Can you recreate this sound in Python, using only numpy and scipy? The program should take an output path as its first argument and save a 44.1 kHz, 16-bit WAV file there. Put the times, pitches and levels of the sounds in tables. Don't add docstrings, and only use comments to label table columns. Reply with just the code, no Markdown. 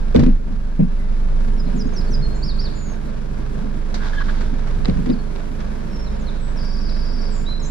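import sys
import numpy as np
from scipy import signal
from scipy.fft import rfft, irfft
from scipy.io import wavfile
from scipy.ndimage import uniform_filter1d

SR = 44100
rng = np.random.default_rng(int(sys.argv[2]) if len(sys.argv) > 2 else 0)


def pcm_store(signal):
    levels = np.round(np.clip(np.atleast_2d(signal), -1, 1) * 32767)
    wavfile.write(sys.argv[1], SR, levels.astype(np.int16).T)


N = 339570
TIME = np.arange(N) / SR

FIRING_HZ = 24.84
# time in seconds, level in dB.
EXHAUST_BOOM = [(0.1, -17.5), (.65, -12), (1.35, -13), (1.9, -21), (2.18, -14), (2.38, -23.5), (2.6, -16.5),
                (2.78, -26.5), (3.55, -24), (4.3, -17.5), (4.8, -20), (5.0, -22.5), (6.08, -27.5),
                (6.26, -22.5), (7.1, -19), (7.7, -22.5)]
# multiple of the firing rate, level in dB.
ENGINE_ORDERS = [(2, -33.5), (3, -43.5), (4, -46.5), (5, -42), (5.5, -42.5), (6, -40), (7, -48.5),
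                 (7.5, -47.5), (8, -42), (9, -46), (10, -54), (13, -48.5), (16, -50)]
# pitch in Hz, level in dB.
FAN_AND_PUMP = [(57.5, -43.5), (214.3, -40), (428.6, -46), (926, -57), (1135, -60.5), (1603, -62.5)]


def engine(firings):
    boom_db, = curves(EXHAUST_BOOM)
    lean_db = -6 + 0.4 * (boom_db + 21.5) - 0.3 * TIME
    sides_db = np.array([lean_db, -lean_db]) / 2
    out = tone(2 * np.pi * firings, lag=0.3) * amp(boom_db + 0.5 * walk(7.6) + sides_db)
    overtones = [(order * FIRING_HZ, db) for order, db in ENGINE_ORDERS]
    for hz, db in [*overtones, *FAN_AND_PUMP]:
        cycles = firings * hz / FIRING_HZ + rng.random()
        phase = 2 * np.pi * cycles + (0.17 + hz / 1500) * walk(12)
        out += tone(phase, lag=hz / 200) * amp(db + 3.07 * walk(6))
    return out


# start, rise and settling time in seconds, extra rumble and whirr in dB.
PUMP_STROKES = [(0.19, 0.44, 1.63, 3.5, 3.5), (3.85, 0.19, 2.2, 2.5, 2), (5.6, 0.78, 3, -1, 1)]
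# frequency in Hz, relative level in dB.
RUMBLE_SPECTRUM = [(20, -16), (40, -10), (65, 11), (95, 1), (135, 7.5), (180, 8), (240, 7.5), (290, 1.5),
                   (400, -4), (600, -39.5), (9500, -39), (13000, -43)]
WHIRR_SPECTRUM = [(200, -42), (380, 1.5), (540, 2), (700, -1.5), (800, -6.5), (920, -3), (1200, -6.5),
                  (1680, -5.5), (1900, -12.5), (2250, -12), (2900, -17.5), (3800, -17), (5400, -21.5),
                  (6500, -28), (8500, -35), (10500, -32.5), (13000, -99)]


def machinery(firings):
    rumble_db, whirr_db = -36, -40
    for start, rise, settle, more_rumble_db, more_whirr_db in PUMP_STROKES:
        age = TIME - start
        load = np.clip(age / rise, 0, 1) * np.exp(-np.maximum(age - rise, 0) / settle)
        rumble_db += more_rumble_db * load
        whirr_db += more_whirr_db * load
    beat = np.cos(2 * np.pi * firings)
    rumble = spread(noise() * amp(0.21 * beat + 2.8 * walk(28)), RUMBLE_SPECTRUM)
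    ticking = amp(0.95 * beat + 1.4 * walk(330) + 0.87 * walk(14))
    whirr = spread(noise() * ticking, WHIRR_SPECTRUM)
    return rumble * amp(rumble_db) + whirr * amp(whirr_db)


# pitch in Hz, relative level in dB, t60 in seconds, right lag in radians.
PANEL_MODES = [(31, -4, .5, 2), (41.6, -18, .3, -10), (73.3, -9, 0.78, 6.5), (104.5, -8, 0.24, 2.5),
               (137, -3, 0.37, 1.58), (167.4, -3.5, 0.31, 1), (186.7, 1.5, 0.26, 0.96),
               (212, -2.5, 0.26, 1), (235.5, -2.5, 0.25, 1.22), (247.9, -6.5, 0.32, 1),
               (294, -8, 0.12, 2.5), (327.2, -2, 0.13, 1.8), (377, -8.5, 0.13, 2), (462.4, -0.5, 0.13, 3.5),
               (506, -8.5, 0.16, 3.5), (634, -12, 0.11, 3.5), (800, -15, 0.13, -3)]
# start in seconds, peak of the ring in dB,
# most strongly driven pitch in Hz, extra damping per second, contact time in seconds.
BLOWS = [(.146, -1, 514, 28, 0.0022), (.147, -3.5, 60, 4.3, 0.011), (.156, 3.5, 242, 1.6, 0.0054),
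         (.19, 6.5, 141, 39, 0.00099), (.229, 2.5, 228, 32, 0.0019), (.264, 5.5, 240, 21, 0.0034),
         (.287, -5, 250, 33, 0.0027), (.398, -24, 430, 9.2, .005), (.495, -18, 207, 7.3, 0.0066),
         (.79, 1.5, 178.5, 12, 0.0069), (.789, -8.5, 620, 35, 0.007), (1.659, -19.5, 215, 3.8, 0.0082),
         (1.74, -18, 240, 2.8, 0.0064), (1.854, -16.5, 250, 12, 0.0043), (2.19, -19, 130, 5, 0.0033),
         (2.43, -21, 138, 9.1, 0.0046), (3.573, -24.5, 179, 8, 0.0055), (3.635, -22.5, 262, 8, 0.0076),
         (4.439, -19, 70, 4.3, 0.005), (4.525, -19, 243, 18, 0.0052), (4.855, -22, 400, 29, 0.0022),
         (4.874, -19, 560, 8, .006), (4.885, -13, 85, 16, .003), (4.886, -4.5, 189, 37, 0.0025),
         (4.945, -15.5, 124, 5.8, 0.0068), (4.988, -13, 206, 17, 0.0038), (5.057, -22, 430, 30, .003),
         (5.064, -16.5, 260, 10, 0.0054), (5.09, -15, 540, 19, .004), (5.093, -5.5, 255, 17, 0.0039)]
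# frequency in Hz, relative level in dB.
THUD_SPECTRUM = [(40, -0.5), (90, -1), (170, -9.5), (240, 7.5), (330, -0.5), (400, -7.5), (470, -2.5),
                 (560, -12), (700, -21.5), (1200, -34), (2500, -28), (8000, -83)]


def panel_thumps():
    out, shake, t = np.zeros((2, N)), np.zeros(N), TIME[:SR // 2]
    mode_hz = np.array(PANEL_MODES)[:, 0]
    modes = np.array([mode(t, hz, db, t60, lag) for hz, db, t60, lag in PANEL_MODES])
    for start, db, hz, damping, contact in BLOWS:
        share = 1 / (1 + (np.log2(mode_hz / hz) / 0.39) ** 2)
        push = (1 - np.exp(-(t / contact) ** 2)) * np.exp(-damping * t)
        ring = np.tensordot(share, modes, 1) * push * (1 - np.exp(-t / 0.0041))
        add(out, start, amp(db) * ring / np.abs(ring).max())
        add(shake, start, amp(db - 17.5) * np.exp(-22 * t) * push)
    return out + spread(noise(), THUD_SPECTRUM) * shake


# start in seconds, length in seconds, level in dB.
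ROOF_FLAP = (0.22, 0.17, -3)


def roof_flap(firings):
    start, length, db = ROOF_FLAP
    return tone(2 * np.pi * firings, lag=.14) * amp(db) * swell(start, length)


# start in seconds, peak in dB.
HOOK_SNAPS = [(.1545, -30), (0.1616, -5.5), (.1945, -22), (.2245, -23), (0.233, -21), (.2362, -23),
              (4.8484, -21), (4.8554, -15), (4.8975, -21), (5.091, -31), (5.1, -24.5), (5.1055, -26),
              (5.361, -25.5)]
# pitch in Hz, relative level in dB, t60 in seconds.
HOOK_MODES = [(720, -5, 0.011), (1130, -4, 0.0096), (1600, -6.5, 0.0081), (2050, -3.5, 0.0089),
              (2920, -3, 0.0057), (3720, 1.5, 0.0081), (4390, -1.5, 0.0064), (5800, -15, .004),
              (7540, -18, .003)]


def latch_hooks():
    out, t = np.zeros((2, N)), TIME[:SR // 20]
    for start, db in HOOK_SNAPS:
        ring = 0
        for hz, mode_db, t60 in HOOK_MODES:
            detune, skew, stray = rng.standard_normal(3)
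            ring += mode(t, hz * (1 + 0.041 * detune), mode_db + 0.9 * stray, t60, lag=1.96 * skew)
        ring *= 1 - np.exp(-t / .0003)
        add(out, start, amp(db) * ring / np.abs(ring).max())
    return out


# start in seconds, level in dB, decay time in seconds.
JOINT_CRACKS = [(.146, -25, .002), (0.154, -21, .002), (.165, -23, 0.013), (0.194, -19.5, 0.0099),
                (0.235, -19.5, 0.004), (0.263, -24, 0.0027), (3.942, -30.5, 0.019), (4.134, -46, .005),
                (4.282, -44, 0.0064), (4.408, -31.5, 0.021), (4.672, -35, 0.024), (4.847, -29, 0.0037),
                (4.8552, -25, .004), (4.882, -33, 0.005), (4.945, -44, .003), (4.971, -35.5, .005),
                (5.059, -31, 0.007), (5.456, -37, .003), (5.603, -33.5, 0.015), (5.931, -38, 0.0037)]
# frequency in Hz, relative level in dB.
CRACK_SPECTRUM = [(300, 4), (650, 3.5), (900, 0.5), (1600, 0), (2500, -7), (3100, -10.5), (4000, -9),
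                  (5200, -14), (6500, -20.5), (9000, -30), (13000, -49)]


def linkage_clicks():
    strength, t = np.zeros(N), TIME[:SR // 4]
    rattle = amp(-18) * np.exp(-t / 0.072)
    for start, db, decay in JOINT_CRACKS:
        add(strength, start, amp(db) * (np.exp(-t / decay) + rattle))
    return spread(noise(), CRACK_SPECTRUM) * uniform_filter1d(strength, size=24)


# start in seconds, level in dB, decay time in seconds.
SEAL_RELEASE = (3.942, -29.5, 0.014)
# start in seconds, length in seconds, level in dB.
SEAL_CREAKS = [(3.997, 0.092, -35), (4.132, 0.028, -36), (4.201, 0.026, -28), (4.281, 0.028, -30.5),
               (4.395, .04, -45)]
# frequency in Hz, relative level in dB.
HISS_SPECTRUM = [(1500, -30), (2800, -18), (3900, 7), (5000, 0), (6500, -8), (8500, -20), (11000, -34.5),
                 (13000, -50)]
RASP_SPECTRUM = [(500, -23), (850, -16), (1100, 8), (1300, 0), (1550, 13), (1850, -1), (2500, -13),
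                 (3250, -12), (4200, -11), (10000, -50)]
SLIP_SPECTRUM = [(400, -32), (700, -4), (900, 5.5), (1080, -9), (1250, 0), (1550, 4.5), (1750, -3),
                 (1950, -2.5), (2750, -11.5), (3500, -4.5), (5000, -9.5), (6500, -19.5), (8000, -27),
                 (10000, -43), (13000, -56)]


def seal_peel():
    peel_db, hold_s, fade_db_per_s = -41.5, 0.41, 43
    start, db, decay = SEAL_RELEASE
    release = np.zeros(N)
    add(release, start, amp(db) * np.exp(-TIME / decay) * (1 - np.exp(-TIME / 0.0013)))
    hiss = spread(noise(), HISS_SPECTRUM) * release
    fade_db = fade_db_per_s * np.maximum(TIME - start - hold_s, 0)
    peel = (TIME > start) * amp(peel_db - fade_db + 2.8 * walk(35))
    grip = sum(amp(level) * np.sqrt(swell(onset, length)) for onset, length, level in SEAL_CREAKS)
    rasp = spread(noise() * amp(2.0 * walk(380)), RASP_SPECTRUM)
    slips = spread(noise() * amp(2.3 * walk(420)), SLIP_SPECTRUM)
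    return hiss + slips * peel + rasp * grip


# time in seconds, pitch in Hz, level in dB.
SQUEAK_PATH = [(4.118, 1724, -62), (4.137, 1707, -33), (4.155, 1717, -45), (4.186, 1666, -24.5),
               (4.205, 1663, -38), (4.225, 1663, -33), (4.255, 1660, -72), (4.28, 1670, -58),
               (4.293, 1670, -30), (4.325, 1650, -55)]
# ratio to the pitch, relative level in dB.
SQUEAK_PARTIALS = [(1, -1), (1.878, -19), (2.11, -21)]


def seal_squeak():
    hz, db = curves(SQUEAK_PATH)
    phase = 2 * np.pi * np.cumsum(hz * (1 + 0.0085 * walk(400))) / SR
    sounding = (TIME > SQUEAK_PATH[0][0]) & (TIME < SQUEAK_PATH[-1][0])
    return sounding * sum(tone(ratio * phase, lag=0.84) * amp(db + partial_db + 2.1 * walk(220))
                          for ratio, partial_db in SQUEAK_PARTIALS)


# pitch in Hz, level in dB, t60 in seconds.
METAL_MODES = [(1860, -51, .25), (1980, -44.5, 0.46), (2070, -47, 0.5), (3700, -58, 1.8), (7200, -62, .45)]


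def metal_ring(start_s=0.99):
    out, attack = np.zeros((2, N)), 1 - np.exp(-TIME / .008)
    for hz, db, t60 in METAL_MODES:
        add(out, start_s, mode(TIME, hz, db, t60, lag=2.0) * attack)
    return out


# time of the peak in seconds, half length in seconds, level in dB.
GUSTS = [(0.442, 0.19, -20.5), (1.05, 0.52, -31.5), (2.033, 0.58, -28), (3.06, 0.48, -39),
         (4.78, 0.082, -22.5), (4.976, 0.05, -20)]
# frequency in Hz, relative level in dB.
GUST_SPECTRUM = [(15, -35), (32, 2), (42, -2), (65, -8.5), (110, -12.5), (200, -22), (500, -75),
                 (2000, -120)]


def breeze(buffet_db=3.5):
    strength = sum(amp(db) * np.exp(-((TIME - peak) / half) ** 2) for peak, half, db in GUSTS)
    return spread(noise(), GUST_SPECTRUM) * strength * amp(buffet_db * walk(7.5))


# start and length in seconds, pitch in Hz,
# sweep in semitones, level in dB before the shape is applied.
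SLIDES = [(1.57, 0.047, 4950, 2.2, -36), (1.757, 0.073, 4910, 7.4, -33.5), (1.93, 0.071, 5020, 4.6, -32),
          (2.1, 0.062, 4910, 4.2, -30), (7.597, .052, 6230, 4.2, -40.5)]
ARCHES = [(2.42, 0.11, 5520, 8.3, -32.5), (2.582, 0.11, 5580, 9.1, -34.5)]
CHIPS = [(1.655, 0.031, 4180, 1, -52), (1.865, 0.0187, 6550, 2, -51), (1.958, 0.024, 4680, -3, -46),
         (2.0, 0.02, 4670, 6, -41.5), (2.06, 0.041, 4520, -1, -50), (2.746, 0.19, 6850, 1.9, -47.5),
         (5.108, 0.03, 4980, -1, -50), (5.124, 0.022, 4570, 4, -45), (5.182, 0.036, 4300, 1, -53),
         (6.052, 0.042, 4040, 4, -46), (6.19, 0.047, 6860, 6, -55), (7.594, .02, 5400, -1, -47),
         (7.636, .02, 5450, 3, -46), (6.26, 0.043, 4020, 4.5, -42), (6.882, .022, 4300, 5.5, -38.5),
         (6.942, .018, 4150, -4, -45)]
HELD_NOTES = [(2.217, 0.061, 4270, 0.082, -36.5), (7.454, 0.093, 4072, -2.2, -36),
              (7.643, 0.035, 6230, 0.1, -42.5)]
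FAR_BUZZES = [(2.338, 0.035, 7280, -6.5, -48), (7.305, 0.095, 6990, 3.2, -47.5),
              (7.64, 0.054, 7000, 2, -41)]
FAR_WHISTLES = [(5.895, 0.16, 5360, 0.47, -48.5), (6.39, .13, 7800, 0.7, -59)]
# pitch offset as a share of the sweep, level offset in dB.
SLIDE_SHAPE = [(1, -20), (0.85, -19), (.68, -16.5), (0.27, -6.5), (0.035, -2), (0.017, -10)]
ARCH_SHAPE = [(-.63, -14), (-.29, 4.5), (0, -11), (-.16, -7), (-.37, 0), (-0.76, -10), (-0.9, -16)]
CHIP_SHAPE = [(0.37, -5.5), (0.051, -0.5), (-0.61, -2)]
HELD_SHAPE = [(0.9, -11), (0.31, -0.5), (0, -2), (0.084, -1), (0, -6)]


def hedge_birds():
    kinds = [(SLIDES, SLIDE_SHAPE), (ARCHES, ARCH_SHAPE), (CHIPS, CHIP_SHAPE), (HELD_NOTES, HELD_SHAPE)]
    song = sum(bird_notes(notes, shape, flutter=0.0074) for notes, shape in kinds)
    song *= amp(1.7 * walk(120))
    buzzes = bird_notes(FAR_BUZZES, HELD_SHAPE, flutter=0.026) * amp(2.2 * walk(100))
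    whistles = bird_notes(FAR_WHISTLES, HELD_SHAPE, flutter=0.007) * amp(3.5 * walk(75))
    near = pan(song, lean_db=-3.5) + amp(-6.5) * echoes(song, t60=1.0, treble_t60=.3)
    far = buzzes + whistles
    return near + amp(-5.5) * far + amp(-1) * echoes(far, t60=0.73, treble_t60=0.42)


TRILL_STROKES = [(6.563, .043, 4563, 4.9, -43), (6.602, .036, 4525, 3.3, -43.5)]
STROKE_SHAPE = [(0.97, -11), (.62, 0), (.33, -4), (0.067, -2.5), (0.038, 5)]


def far_trill(period_s=.0805, repeats=9):
    strokes = [(start + k * period_s, *rest) for k in range(repeats) for start, *rest in TRILL_STROKES]
    song = bird_notes(strokes, STROKE_SHAPE, flutter=0.009) * amp(2 * walk(100))
    twigs = amp(-2) * echoes(song, t60=0.18, treble_t60=0.27)
    house_fronts = amp(1) * echoes(song, t60=0.64, treble_t60=1.0)
    return song + twigs + house_fronts


def bird_notes(notes, shape, flutter):
    out, wobble = np.zeros(N), 1 + flutter * walk(450)
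    glide, shape_db = np.transpose(shape)
    for start, length, hz, sweep, db in notes:
        t, steps = TIME[:int(length * SR)], np.linspace(0, length, len(shape))
        pitch = hz * 2 ** (sweep * np.interp(t, steps, glide) / 12)
        pitch = uniform_filter1d(pitch, size=256) * np.interp(start + t, TIME, wobble)
        fades = np.minimum(np.minimum(t, length - t) / 0.009, 1)
        loudness = amp(db + np.interp(t, steps, shape_db)) * fades
        add(out, start, loudness * np.sqrt(2) * np.sin(2 * np.pi * np.cumsum(pitch) / SR))
    return out


def echoes(x, t60, treble_t60, split_hz=4550):
    t = TIME[:SR]
    scatter = rng.standard_normal((2, SR)) * (1 - np.exp(-t / 0.0028))
    low = signal.sosfiltfilt(signal.butter(8, split_hz, fs=SR, output="sos"), scatter)
    tail = low * amp(-60 * t / t60) + (scatter - low) * amp(-60 * t / treble_t60)
    return signal.fftconvolve(x[None], unit(tail) / np.sqrt(SR), axes=1)[:, :N]


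# frequency in Hz, side minus mid in dB, left minus right in dB.
STEREO_IMAGE = [(58.5, -2, -4.5), (169, -18.5, 7.5), (300, -23, 4), (480, 3, 3), (850, 3, 1.5),
                (1370, -1.5, -4.5), (2500, -1, -1), (4200, -3, 0), (7300, 6, -4), (12000, -3.5, -1.5)]


def spread(pair, spectrum):
    colour, = gains(spectrum)
    width, lean = gains(STEREO_IMAGE)
    mid, side = rfft(pair) * colour
    left = (mid + width * side) * lean ** .5
    right = (mid - width * side) / lean ** .5
    return unit(irfft(np.array([left, right]), N))


def pan(x, lean_db):
    return x * amp(np.array([[lean_db], [-lean_db]]) / 2)


def tone(phase, lag):
    return np.sqrt(2) * np.sin(phase - np.array([[0], [lag]]))


def mode(t, hz, db, t60, lag):
    return tone(2 * np.pi * hz * t, lag) * amp(db - 60 * t / t60)


def noise():
    return rng.standard_normal((2, N))


def walk(rate):
    points = rng.standard_normal(N // 16)
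    return np.interp(TIME * rate, np.arange(len(points)), points)


def swell(start, length):
    return np.sin(np.pi * np.clip((TIME - start) / length, 0, 1))


def curves(table):
    times, *columns = np.transpose(table)
    return [np.interp(TIME, times, column) for column in columns]


def gains(table):
    hz, *columns = np.transpose(table)
    log_bin_hz = np.log(np.maximum(np.arange(N // 2 + 1), 1) * SR / N)
    return [amp(np.interp(log_bin_hz, np.log(hz), column)) for column in columns]


def add(out, start_s, sound):
    first = int(start_s * SR)
    out[..., first:first + sound.shape[-1]] += sound[..., :N - first]


def amp(db):
    return 10 ** (np.asarray(db) / 20)


def unit(x):
    return x / np.sqrt(np.mean(x ** 2))


def scene():
    firings = np.cumsum(FIRING_HZ * (1 + 0.00202 * walk(3))) / SR
    roof = panel_thumps() + metal_ring() + roof_flap(firings) + linkage_clicks() + latch_hooks()
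    seal = seal_peel() + seal_squeak()
    return engine(firings) + machinery(firings) + roof + seal + breeze() + hedge_birds() + far_trill()


def record(dry):
    ceiling_db, recovery_db_per_s, hold_s, top_hz = -1, 9.5, .3, 13400
    sensed = uniform_filter1d(np.abs(dry).max(axis=0), size=48)
    over_db = np.maximum(20 * np.log10(np.abs(sensed) + 1e-9) - ceiling_db, 0)
    recovery_db = recovery_db_per_s * TIME
    falling_db = np.maximum.accumulate(over_db + recovery_db) - recovery_db
    held_db = np.minimum(np.maximum.accumulate(over_db), np.interp(TIME - hold_s, TIME, falling_db))
    duck_db = uniform_filter1d(np.maximum(falling_db, held_db), size=128)
    limited = dry * amp(-duck_db)
    rounded = limited / (1 + (limited / .95) ** 6) ** (1 / 6)
    return signal.sosfilt(signal.ellip(8, .2, 70, top_hz, fs=SR, output="sos"), rounded)


dry = scene()
out = record(dry)
pcm_store(out)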